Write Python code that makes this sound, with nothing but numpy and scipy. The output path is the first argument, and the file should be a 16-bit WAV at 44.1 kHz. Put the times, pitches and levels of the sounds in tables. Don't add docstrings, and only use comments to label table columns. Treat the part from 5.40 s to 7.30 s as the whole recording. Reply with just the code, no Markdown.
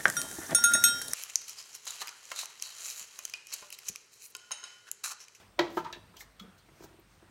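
import sys
import numpy as np
from scipy import signal
from scipy.fft import rfft, irfft, next_fast_len
from scipy.io import wavfile
from scipy.ndimage import uniform_filter1d, map_coordinates

SR = 44100
rng = np.random.default_rng(int(sys.argv[2]) if len(sys.argv) > 2 else 0)


def field_ratio(decibels):
    return 10 ** (np.asarray(decibels, dtype=float) / 20)


def dump_mix(stems):
    frames = np.atleast_2d(stems).T
    limited = np.clip(frames, -1, 1)
    pcm = np.round(limited * 32767).astype(np.int16)
    wavfile.write(sys.argv[1], SR, pcm)


N = 83790


def unit(x):
    return x / np.sqrt(np.mean(x ** 2) + 1e-20)


def along(points, hz):
    point_hz, value = np.transpose(points)
    return np.interp(np.log(hz + 1), np.log(point_hz + 1), value)


def filtered(x, response):
    size = next_fast_len(len(x) + 8192)
    spectrum = rfft(x, size) * response(np.fft.rfftfreq(size, 1 / SR))
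    return irfft(spectrum, size)[:len(x)]


def peak(hz, width_hz):
    return lambda f: 1j * f * width_hz / (hz * hz - f * f + 1j * f * width_hz + 1e-9)


def wobble(rate_hz, size):
    points = rng.standard_normal(int(size * rate_hz / SR) + 4)
    return map_coordinates(points, [np.arange(size) * rate_hz / SR])


def scrub(length_s):
    fade = np.exp(-np.arange(2048) / SR / length_s)
    x = fade * rng.standard_normal(2048)
    for _ in range(6):
        spectrum = rfft(x)
        x = irfft(spectrum / np.abs(spectrum))
        power = np.abs(uniform_filter1d(x * x, size=64, mode="wrap"))
        x = x * fade / np.sqrt(power + 1e-12)
    return x


MOST_CYCLES, STEEL_CYCLES = 48, 140
SPREAD_DB, WAVER = 1.5, 0.003
CRACK_DB = 14
LOW_CUT_HZ = 234


def strike(hits, modes, count=MOST_CYCLES):
    out = np.zeros(N + SR)
    t = np.arange(SR // 4) / SR
    hz, level_db, t60_s = np.transpose(modes)[:, :, None]
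    t60_s = np.minimum(t60_s, count / hz)
    signs = (-1.) ** np.arange(len(modes))
    for start_s, level, bright_hz, scrub_s in hits:
        level_chance, pitch_chance = rng.standard_normal((2, len(modes), 1))
        fade = field_ratio(level_db + SPREAD_DB * level_chance - 60 * t / t60_s)
        tones = np.sin(2 * np.pi * hz * (1 + WAVER * pitch_chance) * t)
        ring = signs @ (fade * tones)
        ring[0] += field_ratio(CRACK_DB)
        x = signal.fftconvolve(scrub(scrub_s), ring)[:len(t)]
        x = filtered(x, lambda f: (1j * f / (LOW_CUT_HZ + 1j * f) / (1 + 1j * f / bright_hz)) ** 2)
        out[round(start_s * SR):][:len(t)] += field_ratio(level) * x / np.abs(x).max()
    return out[:N]


# start_s, peak level_db, brightness_hz, scrub_s
CHOPS = [
    (.1825, -44, 900, 0.0038),
    (.1908, -14, 5800, 0.003),
    (.1942, -16.5, 6500, 0.0021),
]
# pitch_hz, level_db, t60_s (time to fade by 60 dB)
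BOARD = [(335.8, 0.5, 0.14), (377.6, 0.5, 0.04), (540, -7.5, 0.019), (630, 0, .08), (868, -5.5, .055),
         (931, -0.5, 0.029), (1120, -13, 0.038), (1302, -13, .04), (1623, -6.5, .04), (1943, -3, .015),
         (2400, 0, 0.0046), (3160, -3, 0.021), (3910, -4.5, .012), (4290, -4, 0.014)]


def chopping():
    return strike(CHOPS, BOARD)


# start_s, peak level_db, brightness_hz, scrub_s
ROCKS = [
    (.370, -21, 2210, 0.0042),
    (.377, -22.5, 2210, 0.0037),
    (.567, -49.5, 1500, 0.0017),
    (.7395, -48.5, 1220, 0.000967),
    (.759, -53.5, 1530, 0.013),
]
# pitch_hz, level_db, t60_s
PRESSED = [(359, 0, 0.038), (494, -5, 0.017), (631, -6, 0.047), (872, -1.5, 0.041), (1010, -3.5, 0.055),
           (1225, -2.5, 0.029), (1316, 0.5, .06), (1626, -4, 0.048), (2130, -14, 0.024),
           (2926, -10.5, 0.024), (4030, -8, 0.01)]
# start_s, peak level_db, brightness_hz, scrub_s
SETTLES = [
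    (.447, -36.5, 5000, 0.0078),
    (.4545, -40, 1800, 0.0023),
    (.4585, -32, 1800, 0.0024),
    (.502, -43, 1500, .001),
]
# pitch_hz, level_db, t60_s
EDGE = [(300, -10, .03), (880, -5, .05), (965, 0, .05), (1250, -2, .038), (2000, -14, .02),
        (3200, -14, .015), (4000, -14, .012)]
# start_s, peak level_db, brightness_hz, scrub_s
NUDGES = [
    (1.286, -53, 1540, 0.0032),
    (1.315, -58, 507, 0.0012),
    (1.4035, -46.5, 690, 0.00063),
    (1.423, -48.5, 920, 0.0012),
    (1.4385, -42.5, 1530, 0.00094),
    (1.5, -57.5, 1200, 0.0084),
    (1.539, -53, 492, 0.00097),
    (1.586, -52.5, 590, 0.00086),
    (1.8235, -51.5, 795, .001),
]
# pitch_hz, level_db, t60_s
HELD = [(326, -2.5, 0.039), (396, -3, 0.027), (545, -8.5, 0.018), (648, -12, 0.072), (955, -13.5, 0.066),
        (1290, -7, 0.016), (1640, -13.5, 0.031)]


def board_moving():
    return strike(ROCKS, PRESSED) + strike(SETTLES, EDGE) + strike(NUDGES, HELD)


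# start_s, peak level_db, brightness_hz, scrub_s
TIP_SNAP = [
    (.5268, -36.5, 9300, 0.0028),
    (.5298, -34, 6240, 0.0039),
    (.545, -39, 3000, 0.0057),
]
# pitch_hz, level_db, t60_s
TIPS = [(1000, -12, .026), (1600, -8, .025), (1800, -6, .03), (2200, -11, .02), (2700, -9, .03),
        (3330, -6, .035), (3850, 1, .022), (4600, -5, .02), (5800, -4, .014), (7460, -9, .0063)]
# start_s, peak level_db, brightness_hz, scrub_s
SHUT_SNAP = [
    (.9955, -49, 9000, 0.0052),
    (.998, -38.5, 9100, 0.0018),
    (1.0005, -41, 7170, 0.0026),
]
# pitch_hz, level_db, t60_s
HANDLES = [(1034, -22, .03), (1225, -4, .11), (1330, -9, .03), (1850, -11, .02), (3310, 1, .035),
           (3700, -4, .015), (4400, -6, .012), (5800, -7, .01), (7500, -9, .008)]
# start_s, peak level_db, brightness_hz, scrub_s
PINCH = [
    (.8065, -41, 5040, 0.003),
]
# pitch_hz, level_db, t60_s
PIVOT = [(1803, 2.5, 0.02), (2120, 2, .02), (4200, -5, 0.01), (5850, -2, 0.0083)]


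def scissors():
    snaps = strike(TIP_SNAP, TIPS, count=STEEL_CYCLES) + strike(SHUT_SNAP, HANDLES, count=STEEL_CYCLES)
    return snaps + strike(PINCH, PIVOT)


# start_s, rise_s, fall t60_s, level_db, colour_hz
CRUNCH = [(.001, 0.0033, 0.18, -61, 5600), (0.19, .0005, 0.021, -78, 13500),
          (0.193, 0.00027, 0.05, -33, 2870), (.303, .002, 0.13, -56.5, 7000),
          (0.327, 0.0036, 0.072, -57, 11000), (0.352, .01, 0.29, -59, 9000),
          (0.375, 0.0098, 0.039, -46, 10800), (0.391, 0.036, 0.092, -52, 7660),
          (0.45, 0.006, 0.056, -49.5, 3000), (0.456, 0.0023, 0.031, -74, 11200),
          (0.527, 0.0003, 0.13, -47, 2970), (0.7679, 0.00011, 0.012, -41, 8100),
          (0.771, 0.0017, 0.052, -51.5, 6000), (0.81, 0.015, 0.087, -43.5, 8600),
          (.825, 0.013, 0.017, -59, 1000), (1.03, 0.0073, 0.49, -72, 1240),
          (1.721, 0.058, 0.8, -70.5, 6000), (.998, 0.0015, 0.029, -46.5, 6030),
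          (1.021, 0.0035, 0.071, -59, 10100), (1.184, 0.0039, 0.055, -60, 7300),
          (1.3, 0.0069, 0.92, -76, 2180), (1.425, 0.054, 0.14, -61, 7040),
          (1.443, 0.012, 0.061, -50.5, 8040), (1.5, 0.0098, 0.16, -87, 4940)]
CRUNCH_WIDTH = 1.6
GRIT_DB = 2.2


def crunch(bursts):
    lead, size = SR // 10, SR // 2
    out = np.zeros(N + size)
    t = (np.arange(size) - lead) / SR
    for start_s, rise_s, fall_s, level_db, colour_hz in bursts:
        colour = peak(colour_hz, CRUNCH_WIDTH * colour_hz)
        rough = rng.standard_normal(size) * field_ratio(GRIT_DB * wobble(990, size))
        grit = unit(filtered(rough, lambda f: colour(f) ** 2))
        rise = np.exp(np.minimum(t, 0) / rise_s)
        shape = np.where(t < 0, rise, field_ratio(-60 * np.abs(t) / fall_s))
        out[round(start_s * SR):][:size] += field_ratio(level_db) * grit * shape
    return out[lead:N + lead]


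# middle_s, half_length_s, level_db, pitch_hz
SLIDES = [
    (0.776, 0.014, -56, 3200),
    (1.063, 0.023, -71, 3300),
    (1.1, 0.095, -66, 1380),
    (1.195, 0.019, -68.5, 4040),
    (1.296, 0.016, -69, 2080),
    (1.406, 0.046, -70, 2240),
    (1.452, 0.025, -63.5, 864),
]
SLIDE_WIDTH = 0.12


def slides():
    t = np.arange(N) / SR
    out = np.zeros(N)
    for middle_s, half_s, level_db, hz in SLIDES:
        swell = np.exp(-((t - middle_s) / half_s) ** 2)
        noise = filtered(rng.standard_normal(N), peak(hz, SLIDE_WIDTH * hz))
        out += field_ratio(level_db) * swell * unit(noise)
    return out


# start_s, peak level_db, pitch_hz, t60_s
THUDS = [
    (.196, -43, 143.6, 0.26),
    (0.373, -39, 79, 0.051),
    (0.384, -53, 161, 0.49),
    (0.69, -57, 176, 0.24),
    (1.009, -40.5, 196, 0.1),
    (1.042, -47, 202, .1),
    (1.078, -47.5, 191, 0.1),
    (1.303, -59, 136.4, 0.37),
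    (1.412, -58, 142.3, 0.49),
]
THUD_RISE_S, BOOM_FLUTTER_DB = 0.0063, 2.2
# start_s, level_db, pitch_hz, t60_s
RING_TICK = (1.596, -56, 13800, .04)


def counter():
    t = np.arange(N) / SR
    start_s, level_db, hz, t60_s = np.transpose(THUDS)[:, :, None]
    since = np.maximum(t - start_s, 0)
    shape = field_ratio(level_db - 60 * since / t60_s) * (1 - np.exp(-since / THUD_RISE_S))
    booms = shape * np.sin(2 * np.pi * hz * since)
    booms = (booms * field_ratio(BOOM_FLUTTER_DB * wobble(44.78, N))).sum(0)

    tick_s, tick_db, tick_hz, tick_t60_s = RING_TICK
    tick = unit(filtered(rng.standard_normal(N), lambda f: peak(tick_hz, 2500)(f) ** 2))
    fade = (t > tick_s) * field_ratio(-60 * np.abs(t - tick_s) / tick_t60_s)
    return booms + field_ratio(tick_db) * tick * fade


# start_s, rise_s, fall t60_s, level_db, colour_hz
WASH = [
    (.197, 0.0014, 0.37, -42, 2100),
    (.2, 0.0026, 0.39, -40.5, 520),
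    (.378, 0.0061, 0.18, -46.5, 2400),
    (.465, 0.0049, 0.23, -51.5, 1480),
    (.5272, 0.00026, 0.017, -40, 4500),
    (.57, 0.024, 0.17, -57.5, 260),
    (.3, 0.024, 0.35, -54, 230),
    (1.04, 0.036, 0.39, -62.5, 340),
]


def wash():
    return crunch(WASH)


# pitch_hz, t60_s
KITCHEN = [(150, .6), (1000, .5), (4000, .45), (8000, .3), (13000, .16)]
WET_DB = -7
NEAR_DB, NEAR_SHARE = 7, 0.23


def kitchen(x):
    hz, t, noise = signal.stft(rng.standard_normal(SR * 3 // 4), SR, nperseg=256)
    fall_db = -60 * t / along(KITCHEN, hz)[:, None]
    fade = field_ratio(fall_db) + field_ratio(NEAR_DB + fall_db / NEAR_SHARE)
    tail = signal.istft(noise * fade, SR, nperseg=256)[1]
    late = np.pad(x, (90, 0))
    return signal.fftconvolve(late, tail / np.linalg.norm(tail))[:N]


# pitch_hz, level_db
AIR = [(38, -29), (60, 4), (150, 4), (400, -4), (1200, -5.5), (4000, -14), (8000, -21), (16000, -25.5)]
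AIR_DB, PATCHY_DB = -61, 1.6
# time_s, lift_db
STIR = [(0, 5), (0.101, -2.3), (.65, 0), (.9, -2.5), (1.1, -2), (1.3, -1.5), (1.499, -0.5), (1.679, -4),
        (1.9, -2)]
# pitch_hz, width_hz, level_db
HUM = [
    (49.4, 6.2, -69),
    (98.2, 5.2, -73),
    (155, 8, -82.5),
    (8520, 680, -71.5),
]


def room_tone():
    noise = signal.stft(rng.standard_normal(N + 512), nperseg=512)[2]
    patches = uniform_filter1d(rng.standard_normal(noise.shape), 6, 0)
    patches = unit(uniform_filter1d(patches, 10, 1))
    air = signal.istft(noise * field_ratio(PATCHY_DB * patches), nperseg=512)[1][:N]
    air = unit(filtered(air, lambda f: field_ratio(along(AIR, f) - along(MIC, f)) * (f > 38)))
    lift_db = np.interp(np.arange(N) / SR, *np.transpose(STIR))

    hum = np.zeros(N)
    for hz, width_hz, level_db in HUM:
        line = filtered(rng.standard_normal(N), peak(hz, width_hz))
        hum += field_ratio(level_db) * unit(filtered(line, peak(hz, width_hz)))
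    return field_ratio(AIR_DB + lift_db) * air + hum


def scene():
    out = counter() + room_tone() + slides() + wash()
    for source in [chopping(), board_moving(), scissors(), crunch(CRUNCH)]:
        out += source + field_ratio(WET_DB) * kitchen(source)
    return out[None]


# pitch_hz, level_db
MIC = [(60, -0.5), (300, 3.23), (6500, 0), (9800, -13.5), (12000, -5), (15500, -3)]
TOP_HZ = 15900


def microphone(x):
    return filtered(x, lambda f: field_ratio(along(MIC, f)) * (f < TOP_HZ))


def band_limit(x):
    return signal.sosfilt(signal.butter(12, 16500, fs=SR, output="sos"), x)


def record(dry):
    mix = microphone(dry[0])[None]
    return band_limit(mix)


dry = scene()
out = record(dry)
dump_mix(out)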